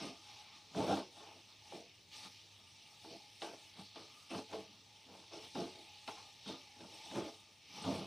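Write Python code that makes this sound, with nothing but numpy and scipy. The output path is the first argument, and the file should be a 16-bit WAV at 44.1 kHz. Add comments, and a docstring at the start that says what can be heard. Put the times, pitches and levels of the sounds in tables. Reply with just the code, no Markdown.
"""A kitchen, close over the stove: a wooden spatula stirs vegetables in a deep metal pan.
Its edge judders across the metal and now and then knocks it; both ring the pan's food-damped modes.
Oil sizzles and spits, louder where the food is turned over. A mains hum and a low rumble lie beneath,
and nearby tiles throw back a very short stereo echo."""
import sys
import numpy as np
from scipy import signal
from scipy.fft import rfft, irfft, next_fast_len
from scipy.io import wavfile
from scipy.ndimage import uniform_filter1d

SR = 44100
rng = np.random.default_rng(int(sys.argv[2]) if len(sys.argv) > 2 else 0)


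def persist_wave(psi):
    """Save psi, clipped to +-1, as 16-bit WAV."""
    counts = np.round(np.clip(psi, -1, 1) * 32767).astype(np.int16)
    wavfile.write(sys.argv[1], SR, np.atleast_2d(counts).T)


N = 355446

# The ring of the loaded pan. Each row: pitch in Hz, ring time (t60) in seconds, gain in dB.
PAN_MODES = [(99, 0.16, -13.5), (146, 0.034, -11), (197.2, 0.13, -3.5), (228.6, 0.048, -6.5),
             (269, 0.11, -5), (314, 0.076, -10), (327.8, 0.083, -6.5), (372, 0.32, -18),
             (408.3, 0.13, -13.5), (439.5, 0.2, -12), (477.6, 0.16, -15.5), (561, 0.037, -11.5),
             (594.4, 0.063, -12), (642, 0.048, -9), (681.3, 0.046, -9), (794, 0.057, -10.5),
             (839.5, 0.12, -11), (849.4, 0.068, -10), (887, 0.048, -10), (996, 0.025, -15.5),
             (1078, 0.083, -16.5), (1113, 0.037, -18), (1222, 0.019, -15.5), (1210, 0.017, -23),
             (1369, 0.054, -21), (1544, 0.029, -20.5), (1809, 0.015, -24.5)]
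# Spatula strokes. Each row: moment of full pressure in seconds, nominal swell in ms, hold in ms,
# nominal fade in ms, then peak drive in dB for the low, middle and high modes and for fresh sizzle.
STROKES = [(0.0, 50, 68, 170, -46, -41.5, -47.5, -51.5), (0.27, 670, 300, 200, -76.5, -73, -60, -64),
           (0.771, 72, 61, 150, -36, -32.5, -40.5, -51), (0.892, 150, 38, 143, -36.5, -29.5, -33, -50),
           (0.958, 100, 38, 95, -53, -40.5, -42, -54), (1.18, 170, 110, 200, -79, -56.5, -53, -62.5),
           (1.358, 89, 10, 100, -64, -58, -76, -67), (1.498, 160, 26, 78, -84, -88, -61.5, -69),
           (1.68, 110, 57, 100, -78, -70, -74, -61), (1.743, 65, 14, 160, -50, -42.5, -52, -56.5),
           (2.138, 70, 53, 150, -80, -68, -69, -55), (2.245, 120, 22, 66, -57, -61.5, -52.5, -54),
           (3.049, 68, 100, 85, -63, -54, -62, -63.5), (3.11, 60, 27, 110, -60, -51.5, -68, -61),
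           (3.424, 29, 35, 200, -60, -41.5, -40.5, -55), (3.788, 102, 14, 88, -49, -52.5, -50, -60),
           (3.96, 39, 47, 180, -66, -51.5, -51.5, -59), (4.309, 26, 79, 80, -46.5, -42.5, -44, -53),
           (4.533, 83, 21, 155, -48.5, -40, -45, -55), (4.688, 110, 78, 130, -60, -70.5, -66.5, -71),
           (5.08, 130, 74, 170, -63, -55.5, -56, -67), (5.198, 100, 35, 100, -68, -62, -58.5, -69),
           (5.334, 73, 40, 190, -70, -47, -50, -57), (5.43, 60, 15, 100, -66, -56, -55.5, -57),
           (5.555, 24, 62, 140, -39.5, -37, -43, -53), (5.772, 43, 19, 150, -72, -53.5, -68, -71),
           (6.078, 18, 10, 105, -62, -45, -39.5, -53.5), (6.158, 80, 46, 120, -70, -65, -53, -63),
           (6.488, 80, 26, 134, -47, -42, -45, -52.5), (6.81, 160, 36, 140, -54, -54.5, -54, -67),
           (6.92, 160, 36, 200, -71, -59.5, -65, -61.5), (7.08, 450, 45, 160, -69, -67, -56.5, -56),
           (7.158, 79, 25, 198, -36.5, -35.5, -37.5, -53), (7.238, 120, 45, 70, -67, -42.5, -50.5, -56.5),
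           (7.768, 186, 67, 160, -50, -53.5, -56, -52), (7.851, 46, 80, 150, -34.5, -37, -41, -50.5),
           (7.952, 100, 53, 200, -42, -41.5, -45.5, -53.5)]
# Sharp accents in the stirring: knocks and sudden surges within a scrape.
# Each row: start in seconds, then the strength in dB of jolt, tick and low thud.
ACCENTS = [(0.038, -44, -60, -43), (0.746, -39, -64, -49), (0.802, -31, -57, -48), (1.721, -43, -66, -60),
           (3.045, -45.5, -64, -55), (3.419, -34, -33, -50), (3.532, -47, -49, -75),
           (3.957, -41.5, -41.5, -73), (4.308, -41.5, -43.5, -57), (4.346, -35.5, -47, -37),
           (4.533, -33.5, -43, -41), (5.323, -50, -64, -63), (5.552, -33.5, -55, -34.5),
           (5.75, -50.5, -65, -50), (6.077, -36.5, -36.5, -47), (6.46, -48, -63, -44),
           (6.806, -44.5, -51, -67), (7.059, -51, -58, -70), (7.113, -41, -42, -40),
           (7.155, -35.5, -60, -37), (7.81, -52, -59, -42), (7.841, -35.5, -40, -42)]
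# Food settling between strokes: drive in dB for the low, middle and high modes.
SETTLING_DB = [-78, -73.5, -74]
# Four edges in Hz: low modes cross into middle over the first pair, middle into high over the second.
CROSSFADES_HZ = [250, 320, 720, 780]
# The bed of steady frying. Each row: time in seconds, level in dB.
FRYING_LEVELS = [(0, -59), (0.18, -63.5), (0.3, -57.5), (0.68, -64.5), (1.1, -63), (1.55, -63.5),
                 (1.9, -63), (2.07, -67.5), (2.33, -60), (2.65, -63), (3.2, -60.5), (3.9, -61), (4.2, -61),
                 (4.85, -64), (5.3, -62.5), (5.5, -58), (6.4, -60.5), (7.05, -61.5), (7.4, -62),
                 (7.62, -66.5), (8.06, -56.5)]
# Tone of the hot oil. Each row: frequency in Hz, gain in dB.
SIZZLE_EQ = [(880, -4), (1500, -33), (1720, -10), (1920, -9.5), (2260, -2.5), (3870, 0), (4750, -3),
             (5670, -4), (6690, -13.5), (7300, -18.5), (8540, -13.5), (9420, -17), (9990, -21),
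             (11900, -26.5), (15500, -26.5)]
# The pan's hollow. Each row: pitch in Hz, ring time (t60) in seconds, gain in dB on the frying's drive.
HOLLOW_MODES = [(839, 0.084, -14.5), (884.5, 0.072, -17.5), (1216, 0.044, -19)]
# The loudest spits of oil. Each row: start in seconds, strength in dB, pitch in Hz.
OIL_SPITS = [(0.024, -49, 8220), (0.0518, -49, 8700), (0.7597, -51, 8520), (2.166, -53, 8870),
             (2.2423, -53, 8440), (4.3884, -57, 8640), (6.4727, -50, 8620), (6.4981, -54, 8130),
             (6.9386, -49.5, 8560), (7.0489, -53, 8260), (7.1097, -57, 8300), (7.1796, -54, 8270),
             (7.231, -55, 8000), (7.8201, -45.5, 8160)]
# Tone of the kitchen rumble. Each row: frequency in Hz, gain in dB.
RUMBLE_EQ = [(15, -40), (30, -13), (45, -12), (100, 5), (160, -1), (600, -13.5), (1000, -16), (1300, -25),
             (1550, -33), (2000, -23), (2600, -50)]
# Colour of the two microphone ports. 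Each row: frequency in Hz, left minus right in dB.
PORT_BALANCE = [(60, -1.0), (110, -1.0), (200, -1.0), (380, -1.5), (700, -0.5), (1290, 4.5), (2380, 0.0),
                (4400, 0.0), (8120, 0.0), (15000, -0.5)]
# Tone of the noise floor. Each row: frequency in Hz, gain in dB.
HISS_EQ = [(1500, -4), (3000, -1.5), (6000, -1), (8000, -17), (11500, -24.5), (13700, -38), (14600, -9),
           (15500, -6)]
# Steepness of a stroke's swell and fade, for the low, middle and high modes and the sizzle.
SWELL_SLOPES, FADE_SLOPES = [1.16, 1.43, 1.18, 0.71], [1.26, 1.11, 1.07, 0.64]


def pan(drive_db, contact_db=3.0):
    """Slips and accents shake every mode; the moving contact point favours now one, now another."""
    slips = clicks(per_s=500, scatter_db=2.5)
    jolts, thuds = accent_bursts(column=1), accent_bursts(column=3)
    out = 0
    for k, (hz, t60, db) in enumerate(PAN_MODES):
        low = np.interp(hz, CROSSFADES_HZ[:2], [1, 0])
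        high = np.interp(hz, CROSSFADES_HZ[2:], [0, 1])
        stroke_db = np.array([low, 1 - low - high, high]) @ drive_db
        # tumbling food blurs the slips, for each mode in its own way
        blurred = slips + 0.58 * rng.standard_normal(N)
        rub = blurred * undb(stroke_db - 5.5 + contact_db * walk(20))
        accent = (low * thuds + (1 - low) * jolts) * undb(0.5 + 2.6 * high + contact_db * walk(20))
        out = out + (-1) ** k * undb(db) * ring(rub + accent, hz, t60)
    return butter(out, 3, 95, "high")  # a pan this small radiates little deep bass


def stirring():
    """Strokes swell, hold and fade over a resting bed: dB curves for three mode groups and the sizzle."""
    t = np.arange(0, N + 44, 44) / SR
    settling = [np.full(len(t), db) for db in SETTLING_DB]
    frying = np.interp(t, *np.transpose(FRYING_LEVELS))
    power = undb(settling + [frying]) ** 2
    for peak_s, swell_ms, hold_ms, fade_ms, *peak_db in STROKES:
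        ms = 1000 * (t - peak_s)
        before = np.maximum(-ms, 0) / swell_ms
        after = np.maximum(ms - hold_ms, 0) / fade_ms
        drop_db = 30 * (np.outer(SWELL_SLOPES, before) + np.outer(FADE_SLOPES, after))
        power += undb(np.array(peak_db)[:, None] - drop_db) ** 2
    return np.array([np.interp(np.arange(N) / SR, t, db) for db in 10 * np.log10(power)])


def accent_bursts(column):
    """Each accent is a sharp attack, then a quick chatter of the blade."""
    hits = accent_impulses(column)
    decay = np.exp(-np.arange(2000) / SR / 0.0032)
    chatter = rng.standard_normal(N) * signal.fftconvolve(hits, decay)[:N]
    # wood is soft: the attack spreads over a quarter of a millisecond
    return uniform_filter1d(2 * hits + chatter, size=12)


def edge_ticks():
    """The hard wooden edge puts a short, bright crack on each accent."""
    t = np.arange(3000) / SR
    decay = np.exp(-t / 0.001) + 0.45 * np.exp(-t / 0.021)
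    crack = rng.standard_normal(N) * signal.fftconvolve(accent_impulses(column=2), decay)[:N]
    return undb(2) * butter(crack, 3, [2000, 4200], "band")


def sizzle(level_db, ring_cycles=200):
    """Brief high pings and crackle over fine hiss; each third-octave flickers, the treble also as one."""
    pings = sum(ring(clicks(per_s=10, scatter_db=0.46), hz, ring_cycles / hz) * np.sqrt(hz)
                for hz in 2000 * 6 ** rng.random(72))
    hiss = rng.standard_normal(N)
    crackle = clicks(per_s=900, scatter_db=0.65)
    oil = colour(hiss + 0.72 * crackle + 0.55 * unit(pings), SIZZLE_EQ)
    out, treble_db = 0, 2 * walk(14)
    for hz in 1400 * 2 ** np.arange(0, 3.6, 1 / 3):
        band = signal.butter(2, [hz / 2 ** (1 / 6), hz * 2 ** (1 / 6)], "band", fs=SR, output="sos")
        flicker_db = 1.87 * walk(18) + (hz > 6500) * treble_db
        out = out + signal.sosfiltfilt(band, oil) * undb(flicker_db)
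    return unit(out) * undb(level_db)


def hollow(sizzle_db):
    """Frying rings the hollow of the pan, with wider swings in level than the sizzle itself."""
    drive_db = sizzle_db + 0.39 * (sizzle_db - np.median(sizzle_db))
    return sum(undb(db) * ring(rng.standard_normal(N) * undb(drive_db + 6.44 * walk(7)), hz, t60)
               for hz, t60, db in HOLLOW_MODES)


def oil_spits():
    """Each spit whistles for a moment on its own high pitch."""
    out, t = np.zeros(N + 3000), np.arange(3000) / SR
    envelope = (1 - np.exp(-t / 0.0049)) * np.exp(-t / 0.0074)
    for start_s, db, hz in OIL_SPITS:
        i = int(start_s * SR)
        out[i:i + len(t)] += undb(db) * np.sin(2 * np.pi * hz * t) * envelope
    return out[:N]


def kitchen(rumble_db=-74.5, hum_hz=99.7, hum_db=-76.5):
    """Room tone: a dull rumble that swells slowly, and a wavering mains hum."""
    rumble = unit(colour(rng.standard_normal(N), RUMBLE_EQ)) * undb(rumble_db + 0.5 * walk(1.7))
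    phase = 2 * np.pi * np.cumsum(hum_hz + 5 * walk(20)) / SR
    hum = np.sqrt(2) * np.sin(phase) * undb(hum_db + 2.5 * walk(10))
    return rumble + hum


def tile_echo(sound, t60=0.03):
    """Nearby tiles scatter back a tight echo: faint in the mids, stronger in the treble."""
    scatter = rng.standard_normal(4000) * undb(-60 * np.arange(4000) / SR / t60)
    dull = undb(-22) * butter(sound, 2, [250, 1900], "band")
    bright = undb(-11.5) * butter(sound, 2, 5500, "high")
    return signal.fftconvolve(dull + bright, scatter / np.linalg.norm(scatter))[:N]


def accent_impulses(column):
    """One impulse for each accent, sized by a dB column of ACCENTS."""
    x, rows = np.zeros(N), np.array(ACCENTS)
    x[(rows[:, 0] * SR).astype(int)] = undb(rows[:, column])
    return x


def clicks(per_s, scatter_db):
    """Clicks at random moments, a few larger than the rest; rms 1."""
    x = np.zeros(N)
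    hit = rng.random(N) < per_s / SR
    size, sign = rng.random((hit.sum(), 2)).T
    x[hit] = undb(-scatter_db * np.log(size + .02)) * np.sign(sign - .5)
    return unit(x)


def ring(x, hz, t60):
    """One decaying mode; rms 1 when fed with white noise of rms 1."""
    r = 10 ** (-3 / (t60 * SR))
    w = 2 * np.pi * hz / SR
    return signal.lfilter([0, np.sin(w) * np.sqrt(2 * (1 - r * r))], [1, -2 * r * np.cos(w), r * r], x)


def walk(rate):
    """A smooth wobble: random values held 1 / rate seconds and slewed twice; spread near 1."""
    hold = int(SR / rate)
    steps = np.repeat(rng.standard_normal(N // hold + 1), hold)
    return 1.116 * uniform_filter1d(uniform_filter1d(steps, hold), hold)[:N]


def colour(x, table, share=1):
    """EQ through (Hz, dB) points joined on a log axis; share scales the dB curve."""
    hz, db = np.transpose(table)
    size = next_fast_len(N)
    bins_hz = np.maximum(np.fft.rfftfreq(size, 1 / SR), 1)
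    gain = undb(share * np.interp(np.log(bins_hz), np.log(hz), db))
    return irfft(rfft(x, size) * gain, size)[..., :N]


def butter(x, order, hz, kind):
    return signal.sosfilt(signal.butter(order, hz, kind, fs=SR, output="sos"), x)


def undb(db):
    return 10 ** (np.asarray(db) / 20)


def unit(x):
    return x / np.sqrt(np.mean(x ** 2))


def scene():
    """Spatula, oil and room reach two close microphone ports that colour them differently."""
    *drive_db, sizzle_db = stirring()
    spatula = pan(np.array(drive_db)) + edge_ticks()
    oil = sizzle(sizzle_db) + hollow(sizzle_db) + oil_spits()
    mix = spatula + oil + kitchen()
    left, right = colour(mix, PORT_BALANCE, share=.5), colour(mix, PORT_BALANCE, share=-.5)
    echo = tile_echo(mix)  # comes from one side, so the ports hear it in opposite polarity
    return np.array([left + echo, right - echo])


def record(dry, hiss_db=-71.5, top_hz=15490):
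    """Each channel adds its own faint hiss; a steep low-pass cuts the top."""
    hiss = unit(colour(rng.standard_normal(dry.shape), HISS_EQ)) * undb(hiss_db)
    return signal.sosfilt(signal.ellip(16, .3, 60, top_hz, fs=SR, output="sos"), dry + hiss)


dry = scene()
out = record(dry)
persist_wave(out)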